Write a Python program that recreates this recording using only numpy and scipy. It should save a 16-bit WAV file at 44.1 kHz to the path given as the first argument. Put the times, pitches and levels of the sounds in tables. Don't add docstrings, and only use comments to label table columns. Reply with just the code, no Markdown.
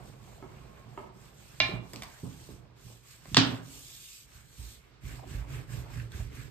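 import sys
import numpy as np
from scipy import signal
from scipy.fft import rfft, irfft, next_fast_len
from scipy.io import wavfile
from scipy.ndimage import uniform_filter1d, map_coordinates

SR = 44100
rng = np.random.default_rng(int(sys.argv[2]) if len(sys.argv) > 2 else 0)


def makeup_ratio(level_db):
    decades = np.asarray(level_db, float) / 20
    return 10 ** decades


def bounce(signal):
    frames = np.transpose(np.atleast_2d(signal))
    limited = np.clip(frames, -1, 1)
    pcm = np.round(limited * 32767).astype(np.int16)
    wavfile.write(sys.argv[1], SR, pcm)


N = 286650


def unit(x):
    return x / np.sqrt(np.mean(x ** 2) + 1e-20)


def along(points, hz):
    f, v = np.transpose(points)
    return np.interp(np.log(hz + 1), np.log(f + 1), v)


def colour(table):
    return lambda hz: makeup_ratio(along(table, hz))


def curves(rows):
    s, *cols = np.transpose(rows)
    return [np.interp(np.arange(N) / SR, s, c) for c in cols]


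def wobble(rate_hz):
    knots = rng.standard_normal(int(N * rate_hz / SR) + 4)
    return map_coordinates(knots, [np.arange(N) * rate_hz / SR])


def filtered(x, response):
    n = x.shape[-1]
    m = next_fast_len(n + SR // 2)
    return irfft(rfft(x, m) * response(np.fft.rfftfreq(m, 1 / SR)), m)[..., :n]


def modes(table, spread_db=0):
    gains = makeup_ratio(spread_db * rng.standard_normal(len(table)))

    def response(f):
        total = 0
        for k, ((centre, width, db), gain) in enumerate(zip(table, gains)):
            resonance = 1j * f * width / (centre * centre - f * f + 1j * f * width)
            total = total + (-1) ** k * gain * makeup_ratio(db) * resonance
        return total
    return response


def blow(corner_hz, response, order=2):
    impulse = np.eye(1, SR // 2)[0]
    ring = filtered(impulse, lambda f: response(f) / (1 + 1j * f / corner_hz) ** order)
    return ring / np.abs(ring).max()


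def burst(t60_s, gain):
    t = np.arange(-200, SR // 10) / SR
    noise = rng.standard_normal(len(t)) * makeup_ratio(-60 * t / t60_s) * (t >= 0)
    puff = filtered(noise, gain)[188:]
    puff = puff * np.sin(np.pi / 2 * np.minimum(np.arange(len(puff)) / 24, 1)) ** 2
    return puff / np.abs(puff).max()


# frequency in Hz, likeness 0 to 1.
ALIKE = [(60, 1), (130, 0.73), (300, 0.49), (600, 0.08), (1500, 0.21), (4000, 0.07), (5500, 0.33),
         (7000, 0.42), (9200, 0.96), (15000, 0.95)]


def paired(pair, gain):
    turn = lambda hz: np.arccos(np.clip(along(ALIKE, hz), -1, 1)) / 2
    mid, side = filtered(pair, lambda hz: gain(hz) * [np.cos(turn(hz)), np.sin(turn(hz))])
    return np.array([mid + side, mid - side])


def rush(gain, patchy_db, grain_db, grain_rate_hz):
    grains = rng.standard_normal((2, N)) * makeup_ratio(grain_db * wobble(grain_rate_hz))
    z = signal.stft(grains, nperseg=512)[2]
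    field = uniform_filter1d(rng.standard_normal(z.shape[1:]), 6, 0)
    field = uniform_filter1d(field, 10, 1)
    pair = signal.istft(z * makeup_ratio(patchy_db * unit(field)), nperseg=512)[1][:, :N]
    return unit(paired(pair, gain))


# frequency in Hz, t60 in seconds.
KITCHEN_T60 = [(80, 0.56), (300, 0.63), (1200, 0.47), (3000, 0.37), (6000, 0.28), (10000, 0.098)]


def room(x):
    hz, t, z = signal.stft(rng.standard_normal((2, SR)), SR, nperseg=256)
    fade = makeup_ratio(-60 * t / along(KITCHEN_T60, hz)[:, None])
    tail = signal.istft(z * fade, SR, nperseg=256)[1][:, :SR]
    tail = paired(tail, np.ones_like)
    delayed = np.pad(x, (120, 0))[None]
    return signal.fftconvolve(delayed, tail / np.linalg.norm(tail[0]), axes=1)[:, :SR]


def add(track, s, sound):
    start = round(s * SR)
    track[..., start:start + sound.shape[-1]] += sound


def place(track, s, dry, room_db, far=None):
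    add(track, s, dry[None])
    add(track, s, makeup_ratio(room_db) * room(dry if far is None else far))


def strokes(rows, levels_db, rise_s, fall_s, bend):
    s = np.arange(N) / SR
    power = 0
    for (start, length, *_), db in zip(rows, levels_db):
        speeding = np.clip((s - start) / rise_s, 0, 1)
        slowing = np.clip((start + length - s) / fall_s, 0, 1)
        power = power + (makeup_ratio(db) * (speeding * slowing) ** bend) ** 2
    keep = makeup_ratio(-120 / (0.4 * SR))
    return np.sqrt(power + makeup_ratio(-15.5) * signal.lfilter([1 - keep], [1, -keep], power))


# start in seconds, level in dB, t60 in seconds.
FLAPS = [(.05, -53.5, 0.41), (.26, -51.5, 0.32), (.42, -51.5, 0.5), (.98, -46, 0.54), (1.69, -39, 0.59),
         (1.93, -44.5, 0.36), (2.23, -45.5, 0.35), (2.48, -56, .5), (2.86, -55.5, 0.45), (3.44, -36, 0.56),
         (4.58, -58, 0.62)]


def settling():
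    rise_s = 0.027
    total = 0
    for start, db, t60_s in FLAPS:
        t = np.maximum(np.arange(N) / SR - start, 0)
        total = total + makeup_ratio(db - 60 * t / t60_s) * np.minimum(t / rise_s, 1)
    return total


def steady(x, span_s):
    power = uniform_filter1d(np.mean(x ** 2, axis=0), int(span_s * SR))
    return x / np.sqrt(np.abs(power) + 0.059)


# time in seconds, level in dB.
BUSTLE = [(0, -53), (.2, -59), (.55, -57), (.9, -58.5), (1.3, -61.5), (1.55, -61.5), (2.09, -61),
          (2.17, -72), (2.25, -59.5), (2.75, -64), (3.0, -73), (3.25, -65), (3.7, -62), (4.02, -71.5),
          (4.16, -81.5), (4.3, -67), (4.98, -69), (5.06, -58)]


def busy():
    bustle_db, = curves(BUSTLE)
    return bustle_db, bustle_db + 60


# start in seconds, length in seconds, speed in dB, palm pressure in dB.
SLIDES = [(-.05, 0.24, -72.5, 0.5), (0.13, 0.34, -75, 3), (0.386, 0.39, -79.5, 10.5),
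          (0.682, 0.21, -78, 14.5), (0.845, 0.27, -78, 8.5), (1.114, 0.25, -73.5, 3.5),
          (1.295, 0.51, -71.5, 4), (1.8, 0.36, -70.5, -4), (2.018, 0.596, -69.5, -1.5),
          (2.749, 0.28, -69, -5), (3.004, 0.23, -66.5, 2), (3.19, .44, -67, 4), (3.611, .66, -62, -10),
          (4.244, 0.23, -68.5, 4), (4.427, 0.18, -69, -0.5), (4.509, 0.3, -64, -2), (4.715, .24, -84.5, 16)]
# start in seconds, length in seconds, speed in dB, palm pressure in dB, weight on glass in dB.
ROLLS = [
    (5.003, .25, -67, 10.5, -41.5),
    (5.237, 0.23, -66.5, 10.5, -39.5),
    (5.459, .21, -66.5, 13, -35),
    (5.662, .22, -64, 7, -35.5),
    (5.861, 0.23, -68, 11, -39),
    (6.089, 0.22, -66, 9.5, -41.5),
    (6.291, .23, -67.5, 11, -44),
]
# frequency in Hz, width in Hz, level in dB.
SHAKE = [(51, 29.2, -0.5), (79, 29.8, -3), (120, 21.7, 1.5), (150, 36.5, -7.5)]
# frequency in Hz, width in Hz, level in dB.
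COUNTER = [(53.3, 22.4, 3.5), (83.3, 32, -8), (117.4, 8.2, 5), (186, 29, -6.5), (222, 49, -12),
           (269.4, 13, -3.5), (303.4, 57, -11), (390, 30, -5), (423, 89, -11)]
# frequency in Hz, level in dB per Hz.
FLAP = [(88, -33.5), (150, -7.5), (208, -2), (254, -14), (384, -8.5), (522, -11.5), (1090, -15.5),
        (1600, -28), (2080, -61), (3520, -120)]
RUB = [(700, -29), (1100, -6), (1400, -6.5), (1650, -3.5), (1900, -7.5), (2150, -4), (2600, -7),
       (4000, -19), (6000, -29.5)]
HISS = [(800, -47), (1500, -23.5), (2500, -3.5), (3600, -1), (5500, -2), (7800, -0.5), (9500, -3.5),
        (11500, -8), (13200, -6.5), (15500, -10)]


def rolling():
    bustle_db, excess_db = busy()
    slides, rolls = np.array(SLIDES), np.array(ROLLS)
    slide = lambda db: strokes(slides, db, rise_s=0.12, fall_s=0.11, bend=0.84)
    roll = lambda db: strokes(rolls, db, rise_s=0.069, fall_s=0.12, bend=1.07)

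    weight = roll(rolls[:, 4])
    shake = np.hypot(makeup_ratio(-51.5 + 0.75 * excess_db + wobble(11)), weight)
    flutter = np.hypot(makeup_ratio(bustle_db), settling())
    palms = slide(slides[:, 2] + slides[:, 3]) + roll(rolls[:, 2] + rolls[:, 3])
    palms = palms + makeup_ratio(-73.5 + 0.3 * excess_db)
    flour = slide(slides[:, 2]) + roll(rolls[:, 2])

    shaking = rush(modes(SHAKE), patchy_db=-0.3, grain_db=-0.5, grain_rate_hz=16)
    rumble = shake * makeup_ratio(-1.5) * steady(shaking, span_s=0.056)
    flap = flutter * rush(colour(FLAP), patchy_db=-1.5, grain_db=2.0, grain_rate_hz=170)
    wound = np.arange(N) / SR > ROLLS[0][0]
    creak = np.hypot(flutter, makeup_ratio(-25.5) * weight)
    creak = creak * rush(modes(COUNTER[4:]), patchy_db=2.5, grain_db=3.5, grain_rate_hz=44)
    flap = np.where(wound, creak, flap)
    rub = palms * rush(colour(RUB), patchy_db=1.5, grain_db=1.5, grain_rate_hz=150)
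    hiss = flour * makeup_ratio(11.5) * rush(colour(HISS), patchy_db=1.8, grain_db=1.0, grain_rate_hz=210)
    return rumble + flap + rub + hiss


# centre in seconds, length in seconds, level in dB.
SCUFFS = [
    (5.214, 0.052, -53.5),
    (5.41, 0.05, -55),
    (5.535, 0.104, -60),
    (5.737, 0.036, -67),
    (5.86, 0.05, -54.5),
    (6.202, 0.026, -61),
    (1.94, 0.02, -60),
    (2.05, 0.046, -55),
    (2.16, 0.053, -59.5),
]
# centre in seconds, length in seconds, level in dB.
GRIPS = [
    (5.12, .04, -55.5),
    (5.56, .04, -51.5),
    (5.73, .035, -54.5),
    (5.99, .04, -53),
    (6.14, .03, -60),
    (6.39, 0.034, -58.5),
    (3.6, 0.044, -61.5),
    (2.15, .05, -63),
    (5.4, .03, -58),
]
# frequency in Hz, width in Hz, level in dB.
GRIP = [(1600, 200, 2.5), (1954, 370, -2), (2500, 500, -8.5)]


def scuffs():
    s = np.arange(N) / SR
    swell = lambda rows: sum(makeup_ratio(db) * np.exp(-((s - at) / length) ** 2) for at, length, db in rows)
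    pin_end = modes([(620, 180, 1.0), (960, 490, -2.0)])
    end = swell(SCUFFS) * rush(pin_end, patchy_db=3.5, grain_db=2.0, grain_rate_hz=90)
    grip = swell(GRIPS) * rush(modes(GRIP), patchy_db=2.0, grain_db=3.0, grain_rate_hz=120)
    return end + grip


# frequency in Hz, level in dB.
SMACK = [(250, -42), (500, -8), (1000, -4.5), (1650, -3), (2200, -7), (3200, 0), (4700, -3.5),
         (6000, -10.5), (8000, -19.5), (9500, -25.5), (10500, -52), (15000, -69.5)]


def smack(db, t60_s, thin_hz=300):
    thinned = lambda hz: colour(SMACK)(hz) * hz ** 2 / (hz ** 2 + thin_hz ** 2)
    puff = makeup_ratio(db) * burst(t60_s, thinned)
    click = filtered(np.eye(1, SR // 10, 100)[0], thinned)
    return puff, click * np.linalg.norm(puff) / np.linalg.norm(click)


# time in seconds, peak in dB, counter thump in dB, room in dB.
KNOCK = [
    (1.6015, -8, -23.5, -3),
    (1.6046, -13.5, -24.5, -6.5),
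]
# time in seconds, peak in dB, hardness in Hz,
# weight of low modes in dB per octave, room in dB.
TAPS = [
    (0.4249, -36.5, 2200, 3.5, -2.5),
    (0.9755, -31, 2000, -1, -1.5),
]
# time in seconds, peak in dB, t60 in seconds, room in dB, thin below Hz.
SLAPS = [
    (3.3453, -11, 0.008, -6.5, 1300),
    (3.368, -1, 0.0084, -4, 300),
    (3.3708, 0, .012, -4, 300),
    (3.379, -20, 0.0067, -1, 300),
]
# time in seconds, peak in dB.
BOOM = (3.371, -12.5)
# frequency in Hz, width in Hz, level in dB.
PIN = [(639, 63, -9), (822, 64, -13.5), (1048, 30, -2.5), (1389, 65, -11.5), (1745, 60, -7.5),
       (1983, 45, -7), (2154, 63, -6.5), (2373, 28, 3.5), (2795, 35, 3), (3120, 180, -11.5), (3465, 67, -3),
       (3840, 44, 0.5), (4144, 110, -9), (4570, 100, -12), (5050, 150, -11.5), (6320, 440, -20)]
REST = [(230, 69, -7), (380, 39, 2.5), (584, 22, -4), (701, 92, -7), (842, 35, 1), (928, 73, -4.5),
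        (1282, 48, 0.5), (1696, 73, -12), (2170, 49, -7.5), (2770, 110, -15), (3230, 190, -16)]
PANE = [(116, 13, -1), (172, 9.7, -6), (239, 35, -9), (271.2, 7, 1.5), (305.7, 8.6, -8), (405, 72, -17),
        (674, 60, -15.5)]


def knocks():
    out = np.zeros((2, N + 2 * SR))
    for s, db, thump_db, room_db in KNOCK:
        ring = blow(9000, modes(PIN, spread_db=1.7))
        thump = makeup_ratio(thump_db) * blow(800, modes(COUNTER))
        place(out, s, makeup_ratio(db) * (ring + thump), room_db)
    puff, click = smack(KNOCK[0][1] - 9, t60_s=0.02)
    place(out, KNOCK[0][0], puff, room_db=-9.0, far=click)
    for s, db, hard_hz, tilt_db, room_db in TAPS:
        tilted = [(hz, width, level - tilt_db * np.log2(hz / 800)) for hz, width, level in REST]
        place(out, s, makeup_ratio(db) * blow(hard_hz, modes(tilted, spread_db=2.8)), room_db)
    for s, db, t60_s, room_db, thin_hz in SLAPS:
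        puff, click = smack(db, t60_s, thin_hz)
        place(out, s, puff, room_db, far=click)
    boom_s, boom_db = BOOM
    place(out, boom_s, makeup_ratio(boom_db) * blow(710, modes(PANE)), room_db=-5.5)
    return out[:, :N]


# time in seconds, peak in dB, brightness in Hz, t60 in seconds.
TICKS = [
    (1.9333, -31.5, 9000, 0.019),
    (1.94, -38, 6100, 0.011),
    (1.9598, -26, 9200, 0.0038),
    (2.0214, -28.5, 4000, 0.022),
    (2.033, -31.5, 7000, 0.042),
    (3.2559, -38.5, 1315, 0.015),
    (5.5455, -41.5, 3000, .01),
    (5.6915, -54.5, 5100, .01),
    (5.9768, -40, 3000, .01),
    (6.119, -39.5, 6000, .01),
]
# time in seconds, peak in dB, firmness in Hz.
PATS = [(.85, -47, 150), (1.691, -30, 410), (1.734, -30.5, 202), (1.936, -39.5, 460), (1.963, -39.5, 250),
        (2.232, -31.5, 320), (2.236, -36, 111), (2.4, -44, 110), (2.489, -38, 408), (2.51, -42, 110),
        (2.847, -41, 120), (2.901, -47.5, 483), (3.279, -40, 150), (3.315, -32, 150), (3.342, -28, 150),
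        (4.341, -44, 69), (4.578, -35, 70), (5.035, -29.5, 70), (5.338, -25.5, 61.7), (5.769, -28.5, 63),
        (5.96, -27, 89.7), (6.135, -32, 91), (6.189, -26.5, 61.6), (6.377, -39.5, 79)]


def touches():
    out = np.zeros((2, N + 2 * SR))
    for s, db, bright_hz, t60_s in TICKS:
        crack = burst(t60_s, lambda f: f / (f + 300) / (1 + (f / bright_hz) ** 2))
        place(out, s, makeup_ratio(db) * crack, room_db=-6.5)
    for s, db, firm_hz in PATS:
        lift = lambda f: 1j * f / (firm_hz + 1j * f)
        body = modes(COUNTER + [(firm_hz, firm_hz / 3, -1.5)], spread_db=3.5)
        pat = blow(1.24 * firm_hz, lambda f: body(f) * lift(f), order=3)
        place(out, s, makeup_ratio(db) * pat, room_db=-5.5)
    return out[:, :N]


# start in seconds, length in seconds, pitch in Hz, level in dB.
WHINE = [
    (0.599, .045, 1070, -61.5),
    (.66, .1, 1075, -66),
    (.76, .1, 1080, -64),
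]


def whine():
    s = np.arange(N) / SR
    drift = 2 * np.pi * np.cumsum(6 * wobble(9.4)) / SR
    notes = 0
    for start, length, hz, db in WHINE:
        fade = np.clip(np.minimum(s - start, start + length - s) / 0.019, 0, 1)
        notes = notes + makeup_ratio(db) * fade * np.sin(2 * np.pi * hz * s + drift)
    return notes * makeup_ratio(3.5 + 1.8 * wobble(29.5))


# frequency in Hz, level in dB per Hz.
AIR = [(25, -16), (45, 4), (65, -5.5), (120, -16.5), (170, -21.5), (380, -17), (600, -29.5), (1200, -24),
       (2000, -28.5), (4700, -30.5), (9000, -47.5), (15000, -72.5)]


def air():
    _, excess_db = busy()
    noise = rush(colour(AIR), patchy_db=0.0, grain_db=2.5, grain_rate_hz=19)
    return makeup_ratio(-60.0 + 0.25 * excess_db) * noise


def scene():
    return rolling() + scuffs() + knocks() + touches() + whine() + air()


def roll_off(x):
    return signal.sosfilt(signal.butter(12, 14910, fs=SR, output="sos"), x)


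# frequency in Hz, left minus right in dB.
LEAN = [(60, -7), (150, -5.5), (600, -4), (1600, -2), (5000, -4), (7200, -2.5), (8500, 1.5), (15000, -1)]
# frequency in Hz, lead of the left port in cycles.
LEAD = [(30, .01), (100, .03), (400, .08), (1500, .15), (3500, .2), (5500, .4), (8000, 1), (10300, 1.5),
        (13000, 2), (15300, 2.5)]


def record(dry):
    ear = np.array([[.5], [-.5]])
    ports = lambda hz: makeup_ratio(ear * along(LEAN, hz)) * np.exp(2j * np.pi * ear * along(LEAD, hz))
    bass_cut = lambda hz: (1j * hz / (36 + 1j * hz)) ** 3
    heard = filtered(dry, lambda hz: ports(hz) * bass_cut(hz))
    left, right = heard / (1 + np.abs(heard / 1.1) ** 4) ** .25
    outside = lambda hz, low_hz, high_hz: (hz < low_hz) | (hz > high_hz)
    mid_band = lambda hz: (hz < 14700) & outside(hz, 9700, 11000)
    side_band = lambda hz: (hz < 15800) & outside(hz, 7400, 8800) & outside(hz, 12300, 13800)
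    mid = filtered((left + right) / 2, mid_band)
    side = filtered((left - right) / 2, side_band)
    return roll_off(np.array([mid + side, mid - side]))


dry = scene()
out = record(dry)
bounce(out)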